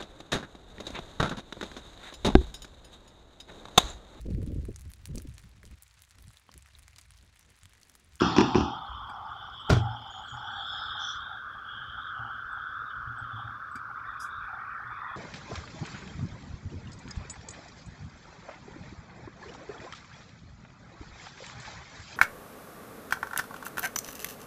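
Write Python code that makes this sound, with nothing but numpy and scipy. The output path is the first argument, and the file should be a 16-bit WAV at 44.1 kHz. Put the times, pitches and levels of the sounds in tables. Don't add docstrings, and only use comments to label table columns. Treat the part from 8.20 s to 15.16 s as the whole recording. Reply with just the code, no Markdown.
import sys
import numpy as np
from scipy import signal
from scipy.fft import rfft, irfft
from scipy.io import wavfile
from scipy.ndimage import uniform_filter1d, map_coordinates

SR = 44100
rng = np.random.default_rng(int(sys.argv[2]) if len(sys.argv) > 2 else 0)


def put_to_file(sound):
    columns = np.atleast_2d(sound).T
    safe = np.clip(columns, -1, 1)
    whole_steps = np.round(safe * 32767)
    wavfile.write(sys.argv[1], SR, whole_steps.astype(np.int16))


N = 306980
FRAME = 512
STFT = dict(fs=SR, nperseg=FRAME, noverlap=FRAME * 3 // 4)


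def from_db(db):
    return 10 ** (np.asarray(db) / 20)


def unit_rms(x):
    return x / np.sqrt(np.mean(x ** 2) + 1e-20)


def at_hz(table, hz):
    table_hz, values = np.transpose(table)
    return np.interp(np.log(np.maximum(hz, 1)), np.log(table_hz), values)


def band(x, low_hz, high_hz, order=2):
    sos = signal.butter(order, [low_hz, min(high_hz, .45 * SR)], "band", fs=SR, output="sos")
    return signal.sosfilt(sos, x)


def bell(hz, centre_hz, width_hz):
    return np.exp(-np.abs(2 * (hz[:, None] - centre_hz) / width_hz) ** 3) * SR / (1.79 * width_hz)


def flare(t, start_s, attack_s, hold_s, t60_s):
    rise = np.clip((t - start_s) / attack_s, 0, 1)
    return rise * from_db(-60 * np.maximum(t - start_s - attack_s - hold_s, 0) / t60_s)


def clicks(start_s, level_db):
    out = np.full(N, 1e-18)
    out[(np.asarray(start_s) * SR).astype(int)] = from_db(level_db)
    return out


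def ring(x, hz, t60_s):
    r, w = from_db(-60 / (t60_s * SR)), 2 * np.pi * hz / SR
    return signal.lfilter([0, np.sin(w)], [1, -2 * r * np.cos(w), r * r], x)


def strike(start_s, level_db, tilt_db_per_oct, modes):
    spread_db = 1.5 * rng.standard_normal((len(start_s), len(modes)))
    out = np.zeros(N)
    for k, (hz, gain_db, t60_s) in enumerate(modes):
        drive_db = level_db + gain_db + tilt_db_per_oct * np.log2(hz / 250) + spread_db[:, k]
        out += ring(clicks(start_s, drive_db), hz, t60_s)
    return out


def snap(start_s, level_db, t60_s, low_hz, high_hz):
    envelope = signal.lfilter([1], [1, -from_db(-60 / (t60_s * SR))], clicks(start_s, level_db))
    burst = band(envelope * rng.standard_normal(N), low_hz, high_hz)
    return burst * np.sqrt(SR / 2 / (high_hz - low_hz))


def noise_tail(start_s, level_db, spectrum, decay):
    end = int((start_s[-1] + .8) * SR)
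    onset_power = clicks(start_s, 2 * level_db)[:end]
    white = rng.standard_normal((2, end))
    edges_hz = 110 * 2 ** np.arange(0, 7.3, .25)
    out = np.zeros(N)
    for k, (low_hz, high_hz) in enumerate(zip(edges_hz, edges_hz[1:])):
        hz = np.sqrt(low_hz * high_hz)
        power = signal.lfilter([1], [1, -from_db(-120 / (at_hz(decay, hz) * SR))], onset_power)
        noise = band(white[k % 2], low_hz, high_hz, order=4)
        out[:end] += from_db(at_hz(spectrum, hz)) * np.sqrt(power) * noise
    return out


# freq_hz, level_db
FLOOR_SPECTRUM = [(20, -30.5), (60, -22.5), (115, -26.5), (160, -42.5), (260, -36), (500, -37.5),
                  (1400, -34), (2500, -47.5), (5500, -53.5), (7500, -66), (12500, -67), (15500, -66)]
def background():
    gain = from_db(at_hz(FLOOR_SPECTRUM, np.fft.rfftfreq(N, 1 / SR)))
    return irfft(rfft(rng.standard_normal(N)) * gain, N)


# start_s, level_db, pitch_hz
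HIGH_PIPS = [(1.4007, -63, 7900), (4.3236, -66, 7830), (4.9846, -59, 7840), (5.5144, -62, 7840)]
def pips():
    tones = sum(ring(clicks(start_s, db), hz, t60_s=.092) for start_s, db, hz in HIGH_PIPS)
    return band(tones, 6700, 8200)


# centre_hz, width_hz, gain_db
HISS_BANDS = [(5000, 96, -2), (5360, 53, -5), (5700, 56, -8), (6260, 120, -11), (6800, 130, -9),
              (7700, 56, -8), (7870, 160, -17), (8530, 48, -12), (9700, 41, -17), (10060, 280, -16),
              (10900, 45, -18), (11300, 41, -25)]
def brief_hiss():
    white = rng.standard_normal(N)
    broad = unit_rms(band(white, 4700, 11800, order=5))
    narrow = sum(from_db(db) * band(white, hz - width / 2, hz + width / 2)
                 for hz, width, db in HISS_BANDS)
    envelope = flare(np.arange(N) / SR, start_s=5.995, attack_s=.01, hold_s=.03, t60_s=.15)
    return from_db(-51.5) * envelope * (unit_rms(narrow) + from_db(-2.5) * broad)


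# start_s, level_db, tilt_db_per_oct
TICK_CONTACTS = [(0.8954, -53.5, -0.1), (5.5553, -46, -0.6)]
# freq_hz, gain_db, t60_s
TICK_MODES = [(256, 8.5, 0.049), (1470, 17, 0.049), (2316, -3.5, 0.16), (3480, -3, 0.11), (4750, -7, 0.13),
              (6680, -8, 0.034), (7800, -6, 0.054), (8660, -23, 0.14), (10130, -13, .05), (11300, -35, .05),
              (12600, -18, .04)]
def ticks():
    start_s, level_db, tilt = np.transpose(TICK_CONTACTS)
    ringing = strike(start_s, level_db, tilt, TICK_MODES)
    return ringing + snap(start_s, level_db - 2, t60_s=.079, low_hz=1000, high_hz=6000)


# start_s, level_db, pitch_hz
BODY_BUMPS = [(0.679, -33, 61.4), (0.78, -36.5, 59.3), (2.116, -32, 121.7), (3.59, -37.5, 122),
              (3.985, -34, 115), (4.755, -40.5, 119), (4.863, -33.5, 117), (5.008, -34.5, 115.4),
              (5.127, -32, 111.4), (5.234, -33, 114), (5.546, -38.5, 118), (6.645, -40.5, 121)]
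def body_bumps():
    tones = sum(ring(clicks(start_s, db), hz, t60_s=.42) for start_s, db, hz in BODY_BUMPS)
    return band(band(tones, 30, 190), 30, 130)


# time_s, level_db
DRONE_CURVE = [(0, -35), (.6, -37), (.75, -51.5), (1.05, -35.5), (1.35, -48), (1.6, -37.5), (2.35, -42),
               (2.5, -46.5), (3.15, -47.5), (3.3, -54), (3.95, -52), (4.05, -44.5), (4.5, -54),
               (5.2, -48.5), (5.5, -63), (5.75, -45.5), (6.15, -62), (6.3, -44.5), (6.5, -51), (6.96, -49)]
UPPER_ROAR_CURVE = [(0.0, -51.5), (0.29, -51.5), (0.48, -65), (1.1, -83), (2.81, -61.5), (3.31, -83),
                    (3.62, -80), (5.45, -59), (6.11, -54.5), (6.96, -50.5)]
TREBLE_CURVE = [(0, -43.5), (.25, -47.5), (.5, -62.5), (.8, -68.5), (1.25, -64.5), (1.45, -64.5),
                (2.0, -63), (2.6, -57), (2.95, -58), (3.3, -100)]
# time_s, level_db, centre_hz
ROAR_CURVE = [(0.0, -30.5, 1328), (0.17, -39, 1170), (0.66, -43.5, 1300), (0.72, -41.5, 1194),
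              (1.28, -43.5, 1290), (1.43, -45, 1240), (1.47, -42.5, 1350), (1.82, -47, 1300),
              (2.36, -41, 1407), (2.85, -40.5, 1354), (3.24, -41, 1387), (4.96, -39, 1384),
              (5.56, -40.5, 1322), (6.14, -39.5, 1361), (6.65, -40.5, 1360), (6.96, -39, 1190)]
WHINE_CURVE = [(0.0, -39.5, 3190), (0.04, -40, 3420), (0.95, -57, 3247), (1.49, -46.5, 3340),
               (1.51, -43, 3280), (1.65, -53.5, 3240), (2.25, -49.5, 3314), (2.38, -44, 3460),
               (2.87, -40.5, 3400), (3.25, -59.5, 3450), (3.47, -60, 3280), (3.49, -49.5, 3240),
               (3.88, -51.5, 3400), (3.93, -57.5, 3070), (4.67, -60, 3530), (4.71, -55, 3300),
               (4.79, -65.5, 3240), (5.21, -56, 3340), (5.45, -68, 3390), (6.2, -60.5, 3570),
               (6.49, -73, 3300), (6.96, -59.5, 3540)]
# centre_hz, width_hz, gain_db
CABIN_RESONANCES = [
    [(819.2, 62.9, 2.5), (877, 85, -16)],
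    [(1400, 450, 1)],
    [(1796, 290, 1), (2315, 430, -6.5)],
    [(3348, 527, 1)],
    [(4260, 1200, -3.5), (5150, 230, -6), (5630, 110, -10.5), (6880, 140, -19), (7430, 160, -19.5)],
]
FLICKER_DEPTHS = [4, 1.4, 4.5, 3.5, 4.5]
# width_hz, length_s
PATCH_SIZES = [(95, .05), (230, .13)]
# start_s, hold_s, centre_hz, width_hz, level_db
TREBLE_WISPS = [(1.894, 0.1, 6820, 110, -64), (2.02, 0.11, 7650, 120, -75), (2.076, 0.05, 6820, 136, -58.5),
                (2.377, 0.12, 5150, 120, -61), (2.504, 0.059, 6910, 121, -65),
                (2.56, 0.26, 5090, 180, -56.5), (2.785, 0.11, 5840, 250, -50.5),
                (2.8, 0.076, 5300, 200, -51), (2.798, 0.1, 6300, 110, -57)]
def road_roar():
    hz, t, bins = signal.stft(rng.standard_normal(N), **STFT)
    flicker = 0
    for width_hz, length_s in PATCH_SIZES:
        grid = np.meshgrid(hz / width_hz, t / length_s, indexing="ij")
        flicker += unit_rms(map_coordinates(rng.standard_normal((250, 150)), grid, order=1))
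    flicker = np.minimum(flicker, .8)

    layers = (DRONE_CURVE, ROAR_CURVE, UPPER_ROAR_CURVE, WHINE_CURVE, TREBLE_CURVE)
    power = 0
    for curve, resonances, depth_db in zip(layers, CABIN_RESONANCES, FLICKER_DEPTHS):
        time_s, level_db, *moving_hz = np.transpose(curve)
        layer_db = np.interp(t, time_s, level_db) + depth_db * flicker
        for centre_hz, width_hz, gain_db in resonances:
            if moving_hz:
                centre_hz = np.interp(t, time_s, moving_hz[0])
            power += bell(hz, centre_hz, width_hz) * from_db(layer_db + gain_db) ** 2
    for start_s, hold_s, centre_hz, width_hz, level_db in TREBLE_WISPS:
        envelope = flare(t, start_s, attack_s=.018, hold_s=hold_s, t60_s=.18)
        power += bell(hz, centre_hz, width_hz) * (from_db(level_db + 3 * flicker) * envelope) ** 2
    return signal.istft(bins * np.sqrt(power), **STFT)[1][:N]


# start_s, level_db, crack_db, tilt_db_per_oct, snap_db
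KNOCK_CONTACTS = [(1.496, -24, -9, 2.5, -48), (1.501, -11, -9, 7, -27), (1.504, -29, -4.5, -1, -26.5),
                  (1.516, -21, -13, 4, -50), (1.526, -15.5, -14, 2.5, -31), (1.532, -13, -15.5, 4, -29),
                  (1.566, -22, -16, 4, -59)]
# freq_hz, gain_db, t60_s
TRIM_MODES = [(65, -22, 0.28), (92.6, 3.5, 0.34), (115.5, -1, 0.62), (159.5, -14, 0.2), (252, -21, 0.1),
              (422, -7, 0.033), (594, -18.5, 0.04), (1404, -21, .04)]
# freq_hz, gain_db
CRACK_SPECTRUM = [(200, 2), (420, -10), (550, -24), (700, -7.5), (1400, -14.5), (2100, -20.5), (3000, -23),
                  (5300, -22.5), (7500, -32), (11000, -54), (12900, -77), (15300, -45)]
# freq_hz, t60_s
CRACK_DECAY = [(300, 0.28), (3000, 0.21), (13000, 0.16)]
def cabin_knock():
    start_s, level_db, crack_db, tilt, snap_db = np.transpose(KNOCK_CONTACTS)
    thud = strike(start_s, level_db, tilt, TRIM_MODES)
    snaps = snap(start_s, snap_db, t60_s=.012, low_hz=2100, high_hz=5400)
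    crack = noise_tail(start_s, crack_db, CRACK_SPECTRUM, CRACK_DECAY)
    return thud + snaps + crack


# start_s, level_db, rattle_db, tilt_db_per_oct, snap_db
WHEEL_DROPS = [(0.009, -28.5, -24, -2, -25), (0.018, -16, -5, 2, -35), (0.045, -28.5, -5, -8.5, -40),
               (0.165, -31, -1.5, 10, -27), (0.184, -13, -1.5, 6.5, -21), (0.208, -25.5, -25, 8.5, -24),
               (0.213, -18.5, -25, 6, -25), (0.347, -28.5, -16, 9.5, -50), (0.355, -11, -3.5, 0, -45),
               (0.382, -19, -28, 1, -32), (0.408, -24, -12, -9, -33)]
# freq_hz, gain_db, t60_s
PANEL_MODES = [(77, -10.5, 0.19), (125.4, -14.5, 0.73), (220, -18, 0.044), (252, -4.5, 0.065),
               (299, -1.5, 0.098), (353.4, -3, 0.1), (404, -27, 0.22), (1010, -6.5, 0.012),
               (1550, -20.5, 0.01), (1910, -29, 0.0093), (2400, -27.5, 0.013)]
# freq_hz, gain_db
RATTLE_SPECTRUM = [(59, -34), (100, -1.5), (330, -2), (564, -29), (778, -9), (1150, -13), (1700, -23.5),
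                   (2150, -49), (2700, -19), (3420, -31), (4310, -33), (5340, -23.5), (7110, -49.5),
                   (9240, -61), (15600, -120)]
# freq_hz, t60_s
RATTLE_DECAY = [(150, 0.48), (1000, 0.52), (7000, 0.41)]
def level_crossing(glass_cutoff_hz=7300):
    start_s, level_db, rattle_db, tilt, snap_db = np.transpose(WHEEL_DROPS)
    thumps = strike(start_s, level_db, tilt, PANEL_MODES)
    snaps = snap(start_s, snap_db, t60_s=.006, low_hz=840, high_hz=6000)
    rattle = noise_tail(start_s, rattle_db, RATTLE_SPECTRUM, RATTLE_DECAY)
    outside = band(thumps + snaps + rattle, 84, 16000)
    return signal.sosfilt(signal.butter(10, glass_cutoff_hz, fs=SR, output="sos"), outside)


def scene():
    traffic = background() + road_roar() + level_crossing()
    cabin = cabin_knock() + body_bumps() + ticks() + pips() + brief_hiss()
    return (traffic + cabin)[None]


def noise_suppressor(x, margin_db=3.5, min_gain_db=-13, memory=.73):
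    hz, _, bins = signal.stft(x, **STFT)
    power = np.abs(bins) ** 2 * FRAME * 2 / 3
    power = uniform_filter1d(power, size=3, axis=1)
    power = signal.lfilter([1 - memory], [1, -memory], power)
    floor_power = from_db(at_hz(FLOOR_SPECTRUM, hz) + margin_db)[:, None] ** 2
    kept_share = np.maximum(1 - floor_power / (power + 1e-20), 0)
    gain = np.maximum(np.sqrt(kept_share), from_db(min_gain_db))
    return signal.istft(bins * gain, **STFT)[1][:, :N]


def record(dry):
    bass_cut = signal.butter(3, 45, "high", fs=SR, output="sos")
    top_cut = signal.cheby2(20, 60, 15950, fs=SR, output="sos")
    ceiling = .75
    clipped = ceiling * np.tanh(signal.sosfilt(bass_cut, dry) / ceiling)
    return signal.sosfilt(top_cut, noise_suppressor(clipped))


dry = scene()
out = record(dry)
put_to_file(out)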